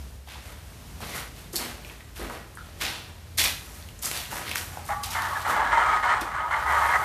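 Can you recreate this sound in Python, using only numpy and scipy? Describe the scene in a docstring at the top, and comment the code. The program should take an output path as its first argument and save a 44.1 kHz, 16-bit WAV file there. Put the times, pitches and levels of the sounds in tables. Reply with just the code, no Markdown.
"""Slow footsteps on a gritty concrete floor in a narrow brick corridor: bursts of filtered clicks make crunching
grit and scuffing soles; ringing bursts of noise make ticks of grit, low knocks and brief scuffs.
Later something rough rubs close to the microphone in uneven strokes: dense clicks through a hollow body's
resonances, with breathy whistles of narrow noise and long grainy hiss from the same bursts as the grit.
Under it all lie a noise rumble with wavering hums and a faint hiss; the corridor adds its echoes."""
import sys
import numpy as np
from scipy import signal
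from scipy.fft import rfft, irfft
from scipy.io import wavfile
from scipy.ndimage import uniform_filter1d

SR = 44100
rng = np.random.default_rng(int(sys.argv[2]) if len(sys.argv) > 2 else 0)


def store_pcm(level_fs):
    """Save levels as 16-bit WAV."""
    pcm = np.round(np.clip(level_fs, -1, 1) * 32767).astype(np.int16)
    wavfile.write(sys.argv[1], SR, np.atleast_2d(pcm).T)


N = 310464


def from_db(db):
    """Amplitude factor of a level in dB."""
    return 10 ** (np.asarray(db) / 20)


def rms_one(x):
    """Scales a signal to rms 1."""
    return x / np.sqrt(np.mean(x ** 2) + 1e-20)


def at_hz(points, hz):
    """Reads a (frequency, value) table on a logarithmic frequency axis."""
    table_hz, values = np.transpose(points)
    return np.interp(np.log(hz), np.log(table_hz), values)


def in_time(rows):
    """Draws each column of a table as a line over the whole scene."""
    s, *columns = np.transpose(rows)
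    return [np.interp(np.arange(N) / SR, s, column) for column in columns]


def band(x, low_hz, high_hz):
    """Keeps the range between two frequencies."""
    return signal.sosfilt(signal.butter(2, [low_hz, high_hz], "band", fs=SR, output="sos"), x)


def drift(corner_hz):
    """Slow random movement with rms 1: noise through two equal low-pass poles."""
    step = 20   # samples between computed points
    r = np.exp(-2 * np.pi * corner_hz * step / SR)
    noise = rng.standard_normal(N // step + 2002)
    slow = signal.lfilter([1], [1, -2 * r, r * r], noise)[2000:]   # skips the filter's start
    return np.interp(np.arange(N) / step, np.arange(len(slow)), rms_one(slow))


def grains(per_s, spread_db):
    """Random clicks of uneven size and either sign; rms 1."""
    size_db = spread_db * np.minimum(rng.exponential(1, N), 5)
    clicks = from_db(size_db) * rng.choice([-1, 1], N)
    return rms_one(clicks * (rng.random(N) < per_s / SR))


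def coloured(x, spectrum):
    """Shapes a signal by a spectrum in dB; rms 1."""
    hz = np.maximum(np.fft.rfftfreq(N, 1 / SR), 1)
    return rms_one(irfft(rfft(x) * from_db(at_hz(spectrum, hz)), N))


def resonance(x, hz, width_hz):
    """One ringing mode: a two-pole filter, narrower ones ring longer."""
    r = np.exp(-np.pi * width_hz / SR)
    feed = np.array([1, 0, -1]) * (1 - r * r) / 2
    return signal.lfilter(feed, [1, -2 * r * np.cos(2 * np.pi * hz / SR), r * r], x + 1e-18)


def note(hz, waver_hz):
    """A tone whose pitch wavers a little; rms 1."""
    phase = 2 * np.pi * np.cumsum(hz + waver_hz * drift(5.36)) / SR
    return np.sqrt(2) * np.sin(phase)


# Low notes in the rumble: (time of the top [s], pitch [Hz], level at the top [dB],
# rise from 1/e [s], fall to 1/e [s])
HUM_NOTES = [(0.0, 69, -40.5, .2, 0.362), (0.9, 66, -50, 0.314, 0.21), (1.3, 52, -46.5, 0.33, 0.296),
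             (1.75, 54.94, -46, .15, 0.22), (2.23, 51.92, -40.5, 0.143, 0.093),
             (2.75, 87.08, -48, 0.18, 0.212), (3.43, 87, -41, .3, 0.153), (3.9, 86, -52, 0.18, 0.18),
             (4.65, 80.2, -47.5, 0.21, 0.45), (5.31, 87, -43.5, 0.37, 0.16),
             (5.55, 70.05, -48, 0.144, 0.48), (5.74, 53, -44, 0.18, 0.27), (6.78, 69.07, -40, 0.26, 0.24)]


def humming():
    """Low wavering notes that swell and fade with bell-shaped envelopes."""
    t = np.arange(N) / SR
    hum = np.zeros(N)
    for top, hz, db, rise, fall in HUM_NOTES:
        swell = np.exp(-((t - top) / np.where(t < top, rise, fall)) ** 2)
        hum += from_db(db) * swell * note(hz, waver_hz=2.502)
    return hum


# Colour of the background noise: (frequency [Hz], relative level per Hz [dB])
BACKGROUND_COLOUR = [(15, -57), (25, -58), (47, 1), (74, -0.5), (100, -8), (117, -8.5), (169, -17),
                     (273, -25), (356, -30), (441, -27), (490, -31), (639, -29), (790, -31), (14300, -41.5)]
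# Gains of its two parts: (time [s], rumble gain [dB], hiss gain [dB])
BACKGROUND_GAINS = [(0.0, -55, -37), (0.15, -55, -40), (0.23, -55, -43.5), (0.6, -50, -38.5),
                    (1.0, -50, -36), (1.7, -55, -40.5), (2.9, -47, -41), (3.2, -49, -41.5),
                    (3.45, -46, -39), (3.7, -56, -39), (4.4, -56, -38), (4.8, -50, -36.5),
                    (5.4, -51, -37.5), (6.2, -44, -41), (6.6, -47, -40), (6.86, -41, -39), (7.04, -46, -37)]


def background():
    """One coloured noise, split at 220 Hz into rumble and hiss that swell separately, plus the hum."""
    noise = coloured(rng.standard_normal(N), BACKGROUND_COLOUR)
    rumble = signal.sosfilt(signal.butter(2, 220, fs=SR, output="sos"), noise)
    hiss = noise - rumble
    rumble_db, hiss_db = in_time(BACKGROUND_GAINS)
    return from_db(rumble_db) * rumble + humming() + from_db(hiss_db) * hiss


# How long the brick corridor rings: (frequency [Hz], time to fall 60 dB [s])
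CORRIDOR_DECAY = [(100, 0.523), (1000, 0.326), (4000, 0.413), (14000, 0.363)]


def corridor(x):
    """Dense echoes: bands of noise that die away, slowest in the bass and fastest near 1 kHz."""
    t = np.arange(SR) / SR
    edges_hz = 120 * 2. ** np.arange(8)
    tail = np.zeros(SR)
    for low_hz, high_hz in zip(edges_hz, edges_hz[1:]):
        t60 = at_hz(CORRIDOR_DECAY, np.sqrt(low_hz * high_hz))
        tail += band(rng.standard_normal(SR), low_hz, high_hz) * from_db(-60 * t / t60)
    tail *= np.minimum(t / 0.0101, 1)   # the echoes build up over 10.1 ms
    return signal.fftconvolve(x, tail / np.sqrt(np.sum(tail ** 2)))[:N]


# Breathy whistles within the rush: (start [s], length [s], pitch at the start [Hz], glide [Hz],
# level at the start [dB], change of level by the end [dB])
WHISTLE_EVENTS = [(4.888, .2, 1175, -40, -28, -20), (4.888, .18, 800, 50, -30, -17),
                  (5.06, .08, 770, 150, -44, 6), (4.89, 0.123, 1855, 15, -43, -15.5),
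                  (4.891, 0.0654, 669, -10, -35.5, -8), (5.149, 0.1364, 900, 20, -29, -11.5),
                  (5.15, .16, 1775, -20, -38, 0.5), (5.2, .04, 1113, -10, -36, 3),
                  (5.297, 0.131, 1116, 27, -37, -5.5), (5.345, 0.0332, 1847, -240, -31, 0.5),
                  (5.45, 0.0634, 1322, 40, -31, -0.5), (5.725, 0.0685, 927, 8, -26, 2),
                  (5.744, .085, 2070, 20, -37, 0), (5.789, 0.176, 1234, 33, -30, -4),
                  (5.786, .085, 1402, -12, -30, 0), (5.851, .12, 2300, -70, -38, 0),
                  (5.7, .25, 3100, 130, -50, 3), (6.047, 0.1443, 960, 20, -29.5, -6.5),
                  (6.073, 0.0499, 1930, -10, -37, 5.5), (6.345, .063, 1180, 780, -33, -9),
                  (6.424, .057, 944, 5, -40, 10), (6.504, .044, 1185, 900, -31, 0),
                  (6.52, 0.0352, 2130, -80, -29, -2), (6.529, 0.068, 920, -37, -30, -2),
                  (6.662, 0.096, 2000, -30, -28.5, -10), (6.71, .21, 958, -28, -28, 1),
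                  (6.82, .05, 1985, -45, -36, 0.5), (6.899, 0.083, 1257, 23, -31.5, -3),
                  (6.935, 0.0367, 1970, 16, -25, -6), (6.68, .29, 3200, -80, -49, -4)]
WHISTLE_WIDTH, WIDTH_PER_GLIDE = .03, .12   # noise width as a share of the pitch, and of the glide


def whistles():
    """Each is a narrow band of noise on a gliding pitch."""
    out = np.zeros(N)
    for start, length, hz, glide_hz, db, fade_db in WHISTLE_EVENTS:
        at, size = round(start * SR), round(length * SR)
        width_hz = WHISTLE_WIDTH * hz + WIDTH_PER_GLIDE * abs(glide_hz)
        r = np.exp(-np.pi * width_hz / SR)
        noise = rng.standard_normal((2, 20000))
        slow = signal.lfilter([1], [1, -2 * r, r * r], noise)[:, -size:]
        turn = 2 * np.pi * np.cumsum(hz + np.linspace(0, glide_hz, size)) / SR
        tone = rms_one(slow[0] * np.cos(turn) + slow[1] * np.sin(turn))
        level = from_db(db + np.linspace(0, fade_db, size))
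        out[at:at + size] += tone * level * signal.windows.tukey(size, .2)
    return out


# Strokes close to the microphone: (time [s], level [dB], gain of the bright part [dB],
# ringing of the body against the slips [dB])
RUB_STROKES = [(4.884, -58, -3, -7), (4.891, -30, 0, -10), (4.93, -35, 4, -12), (4.98, -47, 5, -8),
               (5.06, -43, -12, -5), (5.135, -40, -8, -10), (5.154, -30.5, 3.5, -9), (5.256, -35, 6, -15),
               (5.275, -27, -6, -10), (5.31, -31, -10, -6), (5.37, -31.5, -2, -12), (5.444, -39, -5, -6),
               (5.452, -29, 3, -6.5), (5.62, -22.5, -4, -11), (5.69, -29, 0, -3), (5.73, -23.5, 0, -7.5),
               (5.966, -24.5, 1, -3), (5.975, -28, 1.5, -7), (6.023, -35, -4, -5), (6.031, -27, 2.5, -1),
               (6.122, -24, 2.5, -6), (6.25, -32, -4.5, -15), (6.338, -35, -1, -7), (6.354, -31, 3, -2),
               (6.5, -31.5, -8, -4), (6.515, -26.5, 1, -8), (6.545, -25, -2.5, -2), (6.592, -29.5, -1, -8),
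               (6.65, -30.5, -6, -6), (6.67, -26, -3, -7), (6.706, -23, -1.5, -4.5), (6.866, -23.5, 0, -5),
               (6.88, -31, -4, -4), (6.892, -25.5, 3, -8), (6.966, -22.5, -1.5, 0), (6.977, -27.5, -2, -8),
               (7.04, -28, -7, -2)]
# Modes of the rubbed body: (frequency [Hz], width [Hz], level before colouring [dB])
BODY_MODES = [(634, 9.2, -12), (738.3, 10.7, 1), (817, 8.7, -1.5), (938.3, 7, -1), (986, 7.8, -14),
              (1104, 7.6, 6.5), (1163.8, 6.6, 12.5), (1257.8, 7.9, 17), (1396, 9.2, 8), (1467, 12, 10.5),
              (1673, 24.3, 9), (1800, 40, 4.5), (1910.7, 15.9, 12.5), (2033, 12, -3), (2122, 20.6, 8.5),
              (3000, 100, 6), (4210, 150, 3)]
# Colour of slips and body: (frequency [Hz], relative level per Hz [dB])
RUB_SPECTRUM = [(180, -59), (300, -25.5), (422, -18), (523, -17.5), (577, -10.5), (685, -9.5), (897, 0),
                (1030, -3.5), (1140, -2.5), (2080, -10), (2610, -23.5), (3100, -23), (4230, -31),
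                (4680, -34), (9000, -33.5), (11700, -77), (19800, -120)]


def rubbing():
    """Dense slips excite a small hollow body whose modes swell and fade at random, now one, now another, while
    the strokes change in level, brightness and ringing."""
    level_db, bright_db, ring_db = in_time(RUB_STROKES)
    on = np.arange(N) / SR >= RUB_STROKES[0][0]   # silent before the first stroke
    slips = grains(4000., spread_db=2.5)
    body = np.zeros(N)
    for hz, width_hz, db in BODY_MODES:
        swing_db = 6 * drift(4.98)
        body += from_db(db + swing_db) * resonance(slips, hz, width_hz)
    body = coloured(body, RUB_SPECTRUM)
    # the modes share the same energy: evened out over 3000 samples
    body = body / np.sqrt(uniform_filter1d(body ** 2, size=3000) + 1e-9)
    rub = coloured(slips, RUB_SPECTRUM) + from_db(ring_db) * body
    dull = signal.sosfilt(signal.butter(1, 1350, fs=SR, output="sos"), rub)
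    bright = rub - dull
    strokes = on * from_db(level_db) * (dull + from_db(bright_db) * bright)
    stutter = from_db(0.715 * drift(36.0))
    return stutter * (strokes + whistles())


# Short pitched sounds of the steps, ticks of grit, low knocks and brief scuffs: (time [s],
# peak of the ringing before the mix [dB], pitch [Hz], broad crack against that peak [dB],
# decay of the exciting burst to 1/e [ms])
SHORT_SOUNDS = [(0.274, -38, 715, -15, 2.5), (0.32, -40, 2500, -15, 8), (0.355, -36, 1000, -15, 5),
                (0.425, -39, 1500, -8, 2), (1.005, -29, 659, -4, 1.5), (1.028, -29, 1085, -12, 5.6),
                (1.065, -35, 1130, -8, 2.7), (1.13, -29, 2000, -20, 40), (1.153, -29, 900, -15, 3),
                (1.379, -43, 2000, -8, 2.3), (1.531, -29.5, 328.4, -18, 10), (1.558, -20, 4350, -12, 14),
                (1.609, -29.5, 860, -17, 4.3), (1.848, -28, 2500, -8, 1.42), (1.898, -29, 2430, -10, 2.45),
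                (2.006, -35, 1850, -12, 3.7), (2.162, -34, 3130, -3, 1.9), (2.193, -30, 350, -14, 6),
                (2.298, -23.5, 1090, -10, 5.4), (2.552, -33, 9500, -20, 5), (2.572, -26, 1373, -11, 2),
                (2.576, -35, 1390, -25, 28), (2.813, -23, 2920, 2, 3.1), (3.44, -11.5, 2030, -24, 2.8),
                (3.825, -35, 4000, -8, 2.05), (3.888, -32, 2500, -2, 2.6), (3.99, -32.5, 7170, -20, 4.2),
                (4.026, -20, 13000, -12, 3), (4.049, -16, 6530, -16, 1.7), (4.057, -13, 7250, -8, 2.24),
                (4.065, -25, 1210, -8, 1.38), (4.114, -22, 2210, 4, 1.3), (4.174, -22, 3970, -2, 1.04),
                (4.325, -25, 803, -22, 11.2), (4.383, -26, 1500, -4, 1.6), (4.478, -22, 2200, -8, 4.3),
                (4.493, -26, 4170, 4, 2.35), (4.514, -17, 2200, -5, 2.1), (4.557, -12.5, 1570, -1, 1.5),
                (4.568, -23.5, 3300, -12, 1.64), (4.582, -22.5, 3500, -11, 1.5),
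                (4.612, -25.5, 3320, -6, 2.05), (4.772, -21, 659, -20, 2.58),
                (5.036, -18.5, 4100, -20, 3.55), (5.105, -24, 4800, -4, 1.9),
                (5.221, -27.5, 3960, 4.5, 2.06), (6.214, -28.5, 335, 0, 5.3)]


def ticks_knocks_and_scuffs():
    """Each is a burst of noise ringing around its own pitch, plus a broad crack; long ones ring narrower."""
    out = np.zeros(N)
    t = np.arange(8000) / SR
    for s, peak_db, hz, crack_db, ms in SHORT_SOUNDS:
        noise = rng.standard_normal(len(t))
        width_hz = 0.798 * hz / (1 + ms / 7.4)
        burst = noise * np.exp(-1000 * t / max(ms, .3))
        ring = resonance(resonance(burst, hz, width_hz), hz, width_hz)
        crack = noise * np.exp(-t / 0.00135)
        sound = ring / np.abs(ring).max() + from_db(crack_db) * crack
        at = round(s * SR)
        out[at:at + len(t)] += from_db(peak_db) * sound
    return out


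# Bursts of grit: shoes landing or dragging, and from 5.1 s also long grainy hiss of the rubbing:
# (time [s], rise [s], hold [s], 60 dB dying time of the fine layer [s], fine layer level before the mix [dB],
# and relative to it: coarse grit [dB], sole [dB], heel thud [dB])
GRIT_BURSTS = [(0.259, 0.0227, .06, .4, -51, 5, 4, -4), (0.4, .06, .05, .4, -51, -3, 2, -2),
               (0.998, .01, 0.135, 0.3542, -44.5, 2, 1, -0.5),
               (1.125, 0.04, 0.0082, 0.26, -36, -3.5, 1, -13.5),
               (1.338, 0.028, 0.018, 0.52, -50, -2, -2, -1.5),
               (1.523, 0.0108, 0.0097, 0.26, -38.5, -10.5, -3.5, -3.5),
               (1.553, 0.0053, 0.0037, 0.0935, -24, -17.5, -26.5, -19),
               (1.575, 0.0095, 0.0274, 0.6219, -38.5, -1, 0.5, -2),
               (1.824, 0.0205, 0.041, 0.75, -52.5, 0, 2, -2),
               (2.148, 0.0136, .02, 0.37, -43.5, -2, -2, -13.5),
               (2.186, 0.0094, 0.045, .5, -48, -3.5, 9, 11),
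               (2.284, 0.037, 0.0142, 0.3558, -48, -7, 7.5, -0.5), (2.775, .03, .005, .1, -46, 2, 0, -8.5),
               (2.569, .01, 0.189, 3.27, -59.5, 3.5, 4, 3.5), (2.797, 0.0148, 0.0268, .5, -35, 7, 2, -7),
               (3.057, 0.032, 0.0093, 0.02, -54.5, -5, 3.5, -1.5),
               (3.372, 0.0071, 0.0152, 0.282, -22, 2, -11, -17.5),
               (3.435, 0.0048, 0.0079, 0.2347, -26, 1, -7.5, -17),
               (3.545, 0.041, 0.197, .5, -48, -8, -3.5, -8),
               (4.017, 0.0096, 0.044, 0.2843, -31, -8.5, -9, -18.5),
               (4.096, 0.0465, 0.0286, .5, -35, 0, -4, -20.5), (4.297, .015, .06, .5, -38, -10, 3, -7),
               (4.4, .08, .04, 0.1975, -43, 6, 2, -4), (4.549, 0.0043, 0.019, .5, -33.5, -15.5, -4, -24.5),
               (4.68, .03, .08, .4, -50, -15, 4, -10), (4.841, 0.021, 0.0095, 0.52, -41, -13, -7.5, -19.5),
               (5.028, 0.0078, 0.0051, 0.23, -33.5, -3, -14, -31.5),
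               (5.099, 0.0174, 0.0098, 0.23, -34, -2, -16.5, -28),
               (5.149, 0.0147, 0.251, 0.56, -44.5, 0, -10, -12.5),
               (5.469, 0.029, 0.0098, 0.1436, -34.5, -5.5, -6.5, -1.5), (5.45, .02, .2, .5, -52, 6, 0, 6),
               (5.7, .05, .35, 1.02, -52.5, 5, -1, 2), (6.208, .004, .003, .04, -34, 0, -6, -4),
               (6.4, 0.182, 0.051, 0.55, -51, 2.5, -7.5, 1),
               (6.657, 0.0153, 0.35, 3.73, -44, -5.5, -5.5, -12)]
LAYER_LAG_S, LAYER_LONGER = 0.00366, 1.1673   # each lower layer starts later and dies more slowly


def burst_strength(layer):
    """Strength of all bursts in one layer: each rises, holds and dies away; their powers add."""
    t = np.arange(0, N, 16) / SR
    power = np.zeros(len(t))
    for s, rise, hold, dying, fine_db, *lower_db in GRIT_BURSTS:
        since = t - s - LAYER_LAG_S * layer
        t60 = dying * LAYER_LONGER ** layer
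        fall_db = -60 * np.maximum(since - rise - hold, 0) / t60
        layer_db = fine_db + ([0] + lower_db)[layer]
        power += (np.clip(since / rise, 0, 1) * from_db(layer_db + fall_db)) ** 2
    return np.interp(np.arange(N) / SR, t, np.sqrt(power))


def grit_bursts():
    """Random clicks in four broad overlapping ranges: fine and coarse grains, sole and heel."""
    layers_hz = ((4330, 14500), (1834, 4500), (548, 2160), (149.4, 619))
    bursts = np.zeros(N)
    for layer, (low_hz, high_hz) in enumerate(layers_hz):
        grit = rms_one(band(grains(3500., spread_db=3.5), low_hz, high_hz))
        bursts += burst_strength(layer) * grit
    return from_db(0.75 * drift(51.0)) * bursts   # the level flickers slightly


def scene():
    """Mixes the direct sounds, their corridor echoes and the background; one channel."""
    grit = grit_bursts() + ticks_knocks_and_scuffs()
    rub = rubbing()
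    direct = from_db(-2.5) * grit + rub
    echoes = corridor(from_db(-8.0) * grit + from_db(-15.5) * rub)
    return (direct + echoes + background())[None]


def record(dry):
    """The top is cut steeply at 14280 Hz by an elliptic low-pass."""
    cut = signal.ellip(14, .5, 85, 14280, fs=SR, output="sos")   # ripple .5 dB, stop band 85 dB down
    return signal.sosfilt(cut, dry)


dry = scene()
out = record(dry)
store_pcm(out)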